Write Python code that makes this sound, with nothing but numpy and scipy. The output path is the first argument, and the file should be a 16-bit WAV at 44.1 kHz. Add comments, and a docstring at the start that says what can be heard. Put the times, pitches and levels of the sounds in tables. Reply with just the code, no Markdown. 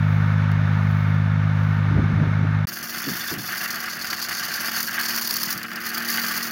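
"""A tractor pulls a seed drill far down a vineyard row: each diesel firing sends a pulse down the
exhaust and a clatter through the engine panels. Dry plants rustle and snap; gusts buffet the microphone.
Then, abruptly, close to the drill: grain falls from its tubes into a plastic tray and a metal pan.
The heap damps the impacts to a patter, while the bare walls tick and ring.
With them come a faint hum, a few dull bumps and light metallic pings."""
import sys
import numpy as np
from scipy import signal
from scipy.fft import rfft, irfft
from scipy.io import wavfile
from scipy.ndimage import uniform_filter1d

SR = 44100
rng = np.random.default_rng(int(sys.argv[2]) if len(sys.argv) > 2 else 0)


def materialize(psi):
    """Save the field psi as 16-bit PCM at rate SR to the path in sys.argv[1].

    A 1-D psi becomes a single channel; in a 2-D psi each row is a channel.
    """
    bounded = np.clip(np.atleast_2d(psi).T, -1, 1)
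    quanta = np.round(bounded * 32767).astype(np.int16)
    wavfile.write(sys.argv[1], SR, quanta)


N = 287091

# hard ticks heard through the microphone, which dips near 8 kHz: (frequency [Hz], relative density [dB])
TICK_AT_MIC = [(1200, -0.5), (2600, -8), (3300, -6.5), (4050, -7.5), (4400, 6), (5200, 2.5), (6200, -1),
               (7100, -5), (7600, -16.5), (8500, -15.5), (9300, -8), (10200, -8), (11400, -3.5),
               (12400, -4), (15500, -2)]


def from_db(db):
    """Decibels to amplitude ratio."""
    return 10 ** (np.asarray(db) / 20)


def unit_rms(x):
    """Normalisation to unit mean power."""
    return x / np.sqrt(np.mean(x ** 2) + 1e-20)


def in_time(rows):
    """Linear interpolation of each column of a time table at every sample."""
    s, *columns = np.transpose(rows)
    return [np.interp(np.arange(N) / SR, s, c) for c in columns]


def drift(corner_hz):
    """Low-passed noise: a slow random wander of unit RMS."""
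    step = 40
    pole = np.exp(-2 * np.pi * corner_hz * step / SR)
    slow = signal.lfilter([1], [1, -2 * pole, pole * pole], rng.standard_normal(N // step + 2002))[2000:]
    return np.interp(np.arange(N) / step, np.arange(len(slow)), unit_rms(slow))


def filtered(x, order, hz, kind):
    """Maximally flat low-, high- or band-pass filter."""
    return signal.sosfilt(signal.butter(order, hz, kind, fs=SR, output="sos"), x)


def colour(x, spectrum):
    """Minimum-phase filter with the given spectrum, falling 12 dB per octave beyond its ends."""
    size = 8192
    hz, db = np.transpose(spectrum)
    log_hz = np.log(np.maximum(np.arange(size // 2 + 1) * SR / size, 1))
    outside = np.maximum(np.log(hz[0]) - log_hz, 0) + np.maximum(log_hz - np.log(hz[-1]), 0)
    cepstrum = irfft(np.log(from_db(np.interp(log_hz, np.log(hz), db))) - 2 * outside)
    cepstrum[1:size // 2] *= 2   # folding the cepstrum makes the filter causal
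    cepstrum[size // 2 + 1:] = 0
    return signal.fftconvolve(x, irfft(np.exp(rfft(cepstrum))))[:N]


def resonate(x, modes):
    """Modal superposition: damped resonators driven in parallel."""
    out = 0
    for hz, width, db in modes:
        r = np.exp(-np.pi * width / SR)
        feedback = [1, -2 * r * np.cos(2 * np.pi * hz / SR), r * r]
        out = out + from_db(db) * (1 - r * r) / 2 * signal.lfilter([1, 0, -1], feedback, x + 1e-18)
    return out


def even(x, span_s):
    """Running normalisation: mean power stays near 1 while single impacts keep their contrast."""
    width = int(span_s * SR / 2) + 1
    power = np.abs(uniform_filter1d(uniform_filter1d(x * x, width), width))
    return x / np.sqrt(power + 1e-6 * np.mean(x * x))


def impacts(per_s, spread_db):
    """A random point process: clicks of log-normal strength."""
    return (rng.random(N) < per_s / SR) * from_db(spread_db * np.clip(rng.standard_normal(N), -2, 2))


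def strikes(rows):
    """One impulse for each (time [s], level [dB])."""
    out = np.zeros(N)
    for s, db in rows:
        out[int(s * SR)] = from_db(db)
    return out


def scatter(clicks, t60_s, spots, spacing_hz=5):
    """Impulse responses: each click excites one of several spots, each with its own random modes."""
    size = 8192
    t = np.arange(min(int(t60_s * SR) + 2, size)) / SR
    spectra = rfft(rng.standard_normal((spots, size)))
    is_mode = rng.random(spectra.shape) < SR / size / spacing_hz
    rings = irfft(spectra * is_mode)[:, :len(t)] * from_db(-60 * t / t60_s)
    rings = rings / np.linalg.norm(rings, axis=1, keepdims=True)
    out, spot = np.zeros(N + size), rng.integers(0, spots, N)
    for at in np.flatnonzero(clicks):
        out[at:at + len(t)] += clicks[at] * rings[spot[at]]
    return out[:N]


def tractor(exhaust_db=-17.4, recede_db_per_s=0.74, rumble_db=-17, knock_depth=0.1, panel_db=-3):
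    """Periodic excitation: firings drive exhaust harmonics and modulate the engine's clatter."""
    # engine speed: (time [s], firing rate [Hz])
    speed = [(0, 51.12), (.55, 51.15), (.78, 51.0), (1.4, 51.26), (1.95, 51.15), (2.35, 51.32),
             (2.65, 51.22)]
    # exhaust harmonics: (multiple of the firing rate, relative level [dB])
    harmonics = [(1, -14.5), (2, 7.5), (3, 5.5), (4, -5.5), (5, -15.5), (6, -23.5), (7, -40)]
    # exhaust rumble: (frequency [Hz], relative density [dB])
    rumble_spectrum = [(25, -38), (42, -29), (65, -4), (120, -6.5), (175, -0.5), (240, -7.5), (320, -23),
                       (450, -20)]
    # diesel clatter heard through the microphone, which dips near 8 kHz:
    # (frequency [Hz], relative density [dB])
    clatter_at_mic = [(330, -20.5), (540, 3), (800, 0.5), (1020, 2), (1200, 7), (1800, 4.5), (2450, -12.5),
                      (3100, -14), (4700, -19), (6300, -21), (7700, -36), (8600, -39.5), (9800, -32),
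                      (15800, -41.5)]
    # strength of the clatter: (time [s], level [dB])
    clatter_level = [(0, -33.5), (.6, -32), (1.2, -34), (2.1, -33), (2.65, -34.5)]
    # engine panels: (frequency [Hz], bandwidth [Hz], gain [dB])
    panel_modes = [(545, 20, -4), (666, 16, -3), (917, 35, 1), (1290, 60, -3), (1470, 110, 0),
                   (1780, 70, -4), (2160, 110, -2), (3480, 200, -17)]
    firing_hz, = in_time(speed)
    clatter_db, = in_time(clatter_level)
    phase = 2 * np.pi * np.cumsum(firing_hz) / SR - np.pi
    pulses = unit_rms(sum(from_db(db) * np.cos(k * phase + np.pi / 3) for k, db in harmonics))
    pulses *= from_db(.4 * drift(25))   # no two firings are quite alike
    rumble = from_db(rumble_db) * unit_rms(colour(rng.standard_normal(N), rumble_spectrum))
    # the exhaust fades as the tractor drives away
    exhaust = from_db(exhaust_db - recede_db_per_s * np.arange(N) / SR) * (pulses + rumble)
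    # part of the clatter repeats with every working cycle of three firings
    cycle = rng.standard_normal(int(3 * SR / speed[0][1]))
    repeating = cycle[(phase / (6 * np.pi) % 1 * len(cycle)).astype(int)]
    bursts = (rng.standard_normal((2, N)) + .65 * repeating) * (1 + knock_depth * np.cos(phase))
    # the panels ring only in the midrange, below about 4 kHz
    panels = unit_rms(filtered(resonate(bursts[1], panel_modes), 4, 4200, "low"))
    clatter = unit_rms(unit_rms(colour(bursts[0], clatter_at_mic)) + from_db(panel_db) * panels)
    return exhaust + from_db(clatter_db + .5 * drift(11)) * clatter


def dry_plants():
    """Impulsive excitation: dense tiny clicks merge into a rustle, and single twigs snap."""
    # swells of rustling: (centre time [s], duration [s], relative level [dB])
    rustles = [(.15, .3, -56), (0.948, 0.37, -55.5), (1.675, 0.2, -57)]
    # twigs snapping close by: (time [s], relative level [dB])
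    twigs = [(.516, -17), (.553, -36), (.893, -32), (1.104, -37), (1.15, -33)]
    t = np.arange(N) / SR
    swells = sum(from_db(db) * np.exp(-2 * ((t - s) / length) ** 2) for s, length, db in rustles)
    rustle = swells * unit_rms(impacts(700, spread_db=4))
    snaps = scatter(strikes(twigs), t60_s=.015, spots=2)
    return colour(snaps + rustle, TICK_AT_MIC)


def wind(rise_db_per_s=188, fall_db_per_s=150, lumpy_db=3, rasp_db=-16, rasp_hz=480):
    """Turbulence: eddies buffet the microphone, and the strongest gusts also rasp higher up."""
    # gust peaks: (time [s], level [dB])
    gusts = [(1.93, -24.5), (1.984, -17), (2.13, -22), (2.225, -20), (2.44, -26)]
    # eddy pressure: (frequency [Hz], relative density [dB])
    eddy_spectrum = [(30, -45), (60, -5.5), (120, -0.5), (250, -7.5), (380, -18), (600, -31), (1200, -43)]
    t = np.arange(N) / SR
    swells_db = [db - np.maximum(rise_db_per_s * (s - t), fall_db_per_s * (t - s)) for s, db in gusts]
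    gust_db = np.max(swells_db, axis=0)
    eddies = colour(rng.standard_normal(N) * from_db(lumpy_db * drift(22)), eddy_spectrum)
    rasp = unit_rms(filtered(rng.standard_normal(N), 2, [rasp_hz / 2, rasp_hz * 1.3], "band"))
    return from_db(gust_db) * (even(eddies, 0.072) + from_db(rasp_db + gust_db - gust_db.max()) * rasp)


def heap(plastic_db=-4, drumming_db=-46):
    """Damped impact: the heap deadens the kernels' blows but passes them on to the plastic tray."""
    # flow of grain onto the heap: (time [s], level [dB])
    flow = [(2.68, -40), (3.1, -33.5), (3.32, -32), (3.42, -39.5), (3.5, -30), (3.87, -33), (3.99, -35),
            (4.23, -35), (4.3, -32), (4.8, -29.5), (4.86, -41.5), (4.94, -29), (5.12, -30.5), (5.24, -37.5),
            (5.6, -34), (5.92, -31.5), (6.3, -28), (6.5, -34)]
    # soft impacts and their low drumming: (frequency [Hz], relative density [dB])
    patter_spectrum = [(450, -46), (620, -35.5), (750, -47), (1000, -19.5), (1200, -7.5), (1620, 0.5),
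                       (2000, -5), (2400, -11), (2950, -8.5), (3250, -16.5), (3550, -15.5), (4000, -29),
                       (8000, -38.5)]
    drumming_spectrum = [(25, -37), (60, -12), (110, -6), (190, 0), (260, -3.5), (350, -3.5), (450, -16),
                         (700, -5), (1200, -31.5)]
    # plastic tray: (frequency [Hz], bandwidth [Hz], gain [dB])
    tray_modes = [(745, 20, -8), (867, 20, -7), (1170, 25, -2), (1236, 20, 0), (1390, 25, -1),
                  (1480, 20, 1), (1600, 45, 0), (1790, 35, -1), (2020, 45, -3)]
    flow_db, = in_time(flow)
    soft = impacts(600 * from_db(2 * drift(20)), spread_db=4.5)
    grain = colour(scatter(soft, t60_s=0.068, spots=96, spacing_hz=220), patter_spectrum)
    tray = resonate(scatter(soft, t60_s=0.0034, spots=12), tray_modes)
    drumming = colour(scatter(soft, t60_s=0.044, spots=12), drumming_spectrum)
    patter = unit_rms(grain) + from_db(plastic_db) * unit_rms(tray)
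    envelope = np.hypot(from_db(flow_db), clump_envelope())   # flow and clumps add in power
    return envelope * even(patter, 0.14) + from_db(drumming_db) * even(drumming, 0.48)


def pan(clicks, bright_db, modes_db, crack_db, t60_s):
    """Hard impact: brief contact gives a bright crack, then the pan rings in free vibration."""
    # metal pan: (frequency [Hz], bandwidth [Hz], gain [dB])
    pan_modes = [(4340, 60, -7), (4505, 50, 1), (4730, 70, 2), (4860, 60, -3), (5010, 70, -7),
                 (5890, 70, -6), (6460, 80, -6), (11400, 300, -12), (14940, 200, -8)]
    crack = from_db(crack_db) * filtered(clicks, 1, 7500, "high")
    rings = scatter(clicks, t60_s, spots=96, spacing_hz=280)
    ticks = colour(crack + rings, TICK_AT_MIC)
    treble = filtered(ticks, 1, 9000, "high")
    ringing = resonate(scatter(clicks, t60_s=0.012, spots=16), pan_modes)
    return ticks + (from_db(bright_db) - 1) * treble + from_db(modes_db) * ringing


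def walls(spray_db=0.5, hard_db=11.0, bounce_s=0.0024, bounce_loss_db=5):
    """Inelastic collision: amid a light spray on the bare walls, hard kernels rebound twice, weaker."""
    # flow of grain against the walls: (time [s], relative level [dB])
    flow = [(2.68, -30), (2.73, -35), (3.06, -31), (3.3, -31), (3.36, -35), (3.61, -30), (3.98, -35.5),
            (4.08, -30.5), (4.58, -30.5), (4.8, -27.5), (4.92, -33.5), (5.02, -27), (5.53, -29),
            (5.57, -42.5), (5.78, -43.5), (5.88, -29), (6.02, -36), (6.09, -26), (6.5, -30.5)]
    # timbre where the stream lands: (time [s], treble gain [dB], gain of the pan modes [dB])
    landing = [(2.67, 1.5, -12), (3.4, 2, -3), (4.0, -2.5, 9), (4.45, -5, 6.5), (4.8, -1, -7),
               (5.3, 0.5, 2.5), (6.0, 6.5, 14), (6.5, 3, 6)]
    # single hard kernels: (time [s], relative level [dB])
    kernels = [(2.7432, -26), (3.2784, -20), (3.9534, -24), (4.2253, -21), (4.3824, -24), (4.4523, -16),
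               (4.6114, -16), (4.7177, -17), (4.8055, -12), (4.8294, -12), (4.8748, -16), (5.0948, -14),
               (5.1612, -11), (5.1841, -13), (5.2744, -11), (5.3088, -8), (5.3398, -11), (5.3667, -10),
               (5.4321, -9), (5.5054, -11), (5.5273, -12), (5.5772, -16), (5.6311, -19), (5.7319, -25),
               (5.7583, -20), (5.8047, -26), (5.8671, -20), (5.9459, -16), (5.9798, -14), (6.1025, -15),
               (6.2826, -15), (6.3759, -15)]
    flow_db, = in_time(flow)
    bright_db, modes_db = in_time(landing)
    light = impacts(540 * from_db(1.2 * drift(20)), spread_db=4.6)
    spray = pan(light, bright_db, modes_db, crack_db=-4, t60_s=0.052)
    touches = [(s + k * bounce_s * rng.uniform(.7, 1.3), db - k * bounce_loss_db)
               for s, db in kernels for k in range(3)]
    hard = pan(strikes(touches), bright_db=5, modes_db=modes_db, crack_db=0, t60_s=.024)
    return from_db(flow_db + spray_db) * even(spray, 0.22) + from_db(hard_db) * hard


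def hum(waver_hz=1.25, waver_db=2):
    """Random modulation: a few low tones waver in pitch and level."""
    # tones of the hum: (frequency [Hz], relative level [dB])
    partials = [(188.4, -8), (230.5, -1.5), (306.8, -12.5), (345, -11.5), (459, -17.5)]
    # strength of the hum: (time [s], level [dB])
    level = [(2.67, -45), (4.4, -48), (5.0, -43.5), (5.5, -40.5), (6.5, -41)]
    level_db, = in_time(level)
    tones = 0
    for hz, db in partials:
        amplitude = from_db(db + waver_db * drift(1.5))
        phase = 2 * np.pi * np.cumsum(hz + waver_hz * drift(9.1)) / SR
        tones += amplitude * np.sin(phase)
    return np.sqrt(2) * from_db(level_db) * tones


def clump_envelope(slide_t60_s=.16):
    """Exponential decay of the patter as each clump lands at once and slides to rest."""
    # clumps of grain dropping on the heap: (time [s], level [dB])
    drops = [(2.764, -31), (2.945, -31), (3.02, -26.5), (3.485, -34), (3.645, -23), (3.828, -28.5),
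             (3.879, -27), (4.045, -28), (4.128, -26.5), (4.31, -28.5), (4.875, -25), (4.98, -21.5),
             (5.175, -27), (5.347, -28), (5.49, -27.5), (5.961, -27), (6.173, -23.5)]
    t = np.arange(N) / SR
    return sum((t >= s) * from_db(db - 60 * np.abs(t - s) / slide_t60_s) for s, db in drops)


def bumps(thud_t60_s=0.12, boom_t60_s=0.38, boom_db=-10, boom_hz=210, attack_s=0.0067):
    """Body resonance: after a short thud the hollow drill booms on, lower."""
    # soft knocks on the drill: (time [s], level [dB], upper band edge of the thud [Hz])
    knocks = [(2.782, -51, 397), (2.951, -39, 350), (3.045, -31, 302), (3.068, -19.5, 397),
              (3.11, -25, 308), (3.314, -20.5, 373), (3.375, -24.5, 260), (4.477, -37, 800),
              (5.55, -31.5, 250)]
    out, t = np.zeros(N), np.arange(SR // 2) / SR

    def octave_noise(top_hz):
        """Steady noise in the octave below top_hz."""
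        band = filtered(rng.standard_normal(N // 8), 3, [top_hz / 2, top_hz], "band")
        return even(band, 0.021)[-len(t):]

    for s, db, thud_hz in knocks:
        thud = octave_noise(thud_hz) * from_db(-60 * t / thud_t60_s)
        boom = octave_noise(boom_hz) * from_db(boom_db - 60 * t / boom_t60_s)
        knock = (1 - np.exp(-t / attack_s)) * (thud + boom)
        at = int(s * SR)
        out[at:at + len(t)] += from_db(db) * knock[:N - at]
    return out


def pings(gain_db=8):
    """Free vibration: a small metal part rings when stray kernels strike it."""
    # stray kernels: (time [s], relative level [dB])
    hits = [(2.94, 1), (3.035, 3), (3.09, 2), (3.135, 3), (3.207, 8), (3.283, 9), (3.39, 1), (3.46, 0)]
    # small metal part: (frequency [Hz], bandwidth [Hz], gain [dB])
    part_modes = [(3430, 26, 1), (3620, 21, 0.54), (4600, 23, -0.74)]
    return from_db(gain_db) * resonate(strikes(hits), part_modes)


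def scene(field_end_s=2.655, drill_start_s=2.671):
    """Superposition of sources: the field, an instant of silence, then the drill from close by."""
    t = np.arange(N) / SR
    field = np.clip((field_end_s - t) / .005, 0, 1) * (tractor() + wind() + dry_plants())
    drill = (t >= drill_start_s) * (heap() + walls() + pings() + bumps() + hum())
    return (field + drill)[None]


def record(dry):
    """Band limiting: a steep low-pass cuts the treble above 15.8 kHz."""
    return signal.sosfilt(signal.ellip(10, .2, 80, 15800, fs=SR, output="sos"), dry)


dry = scene()
out = record(dry)
materialize(out)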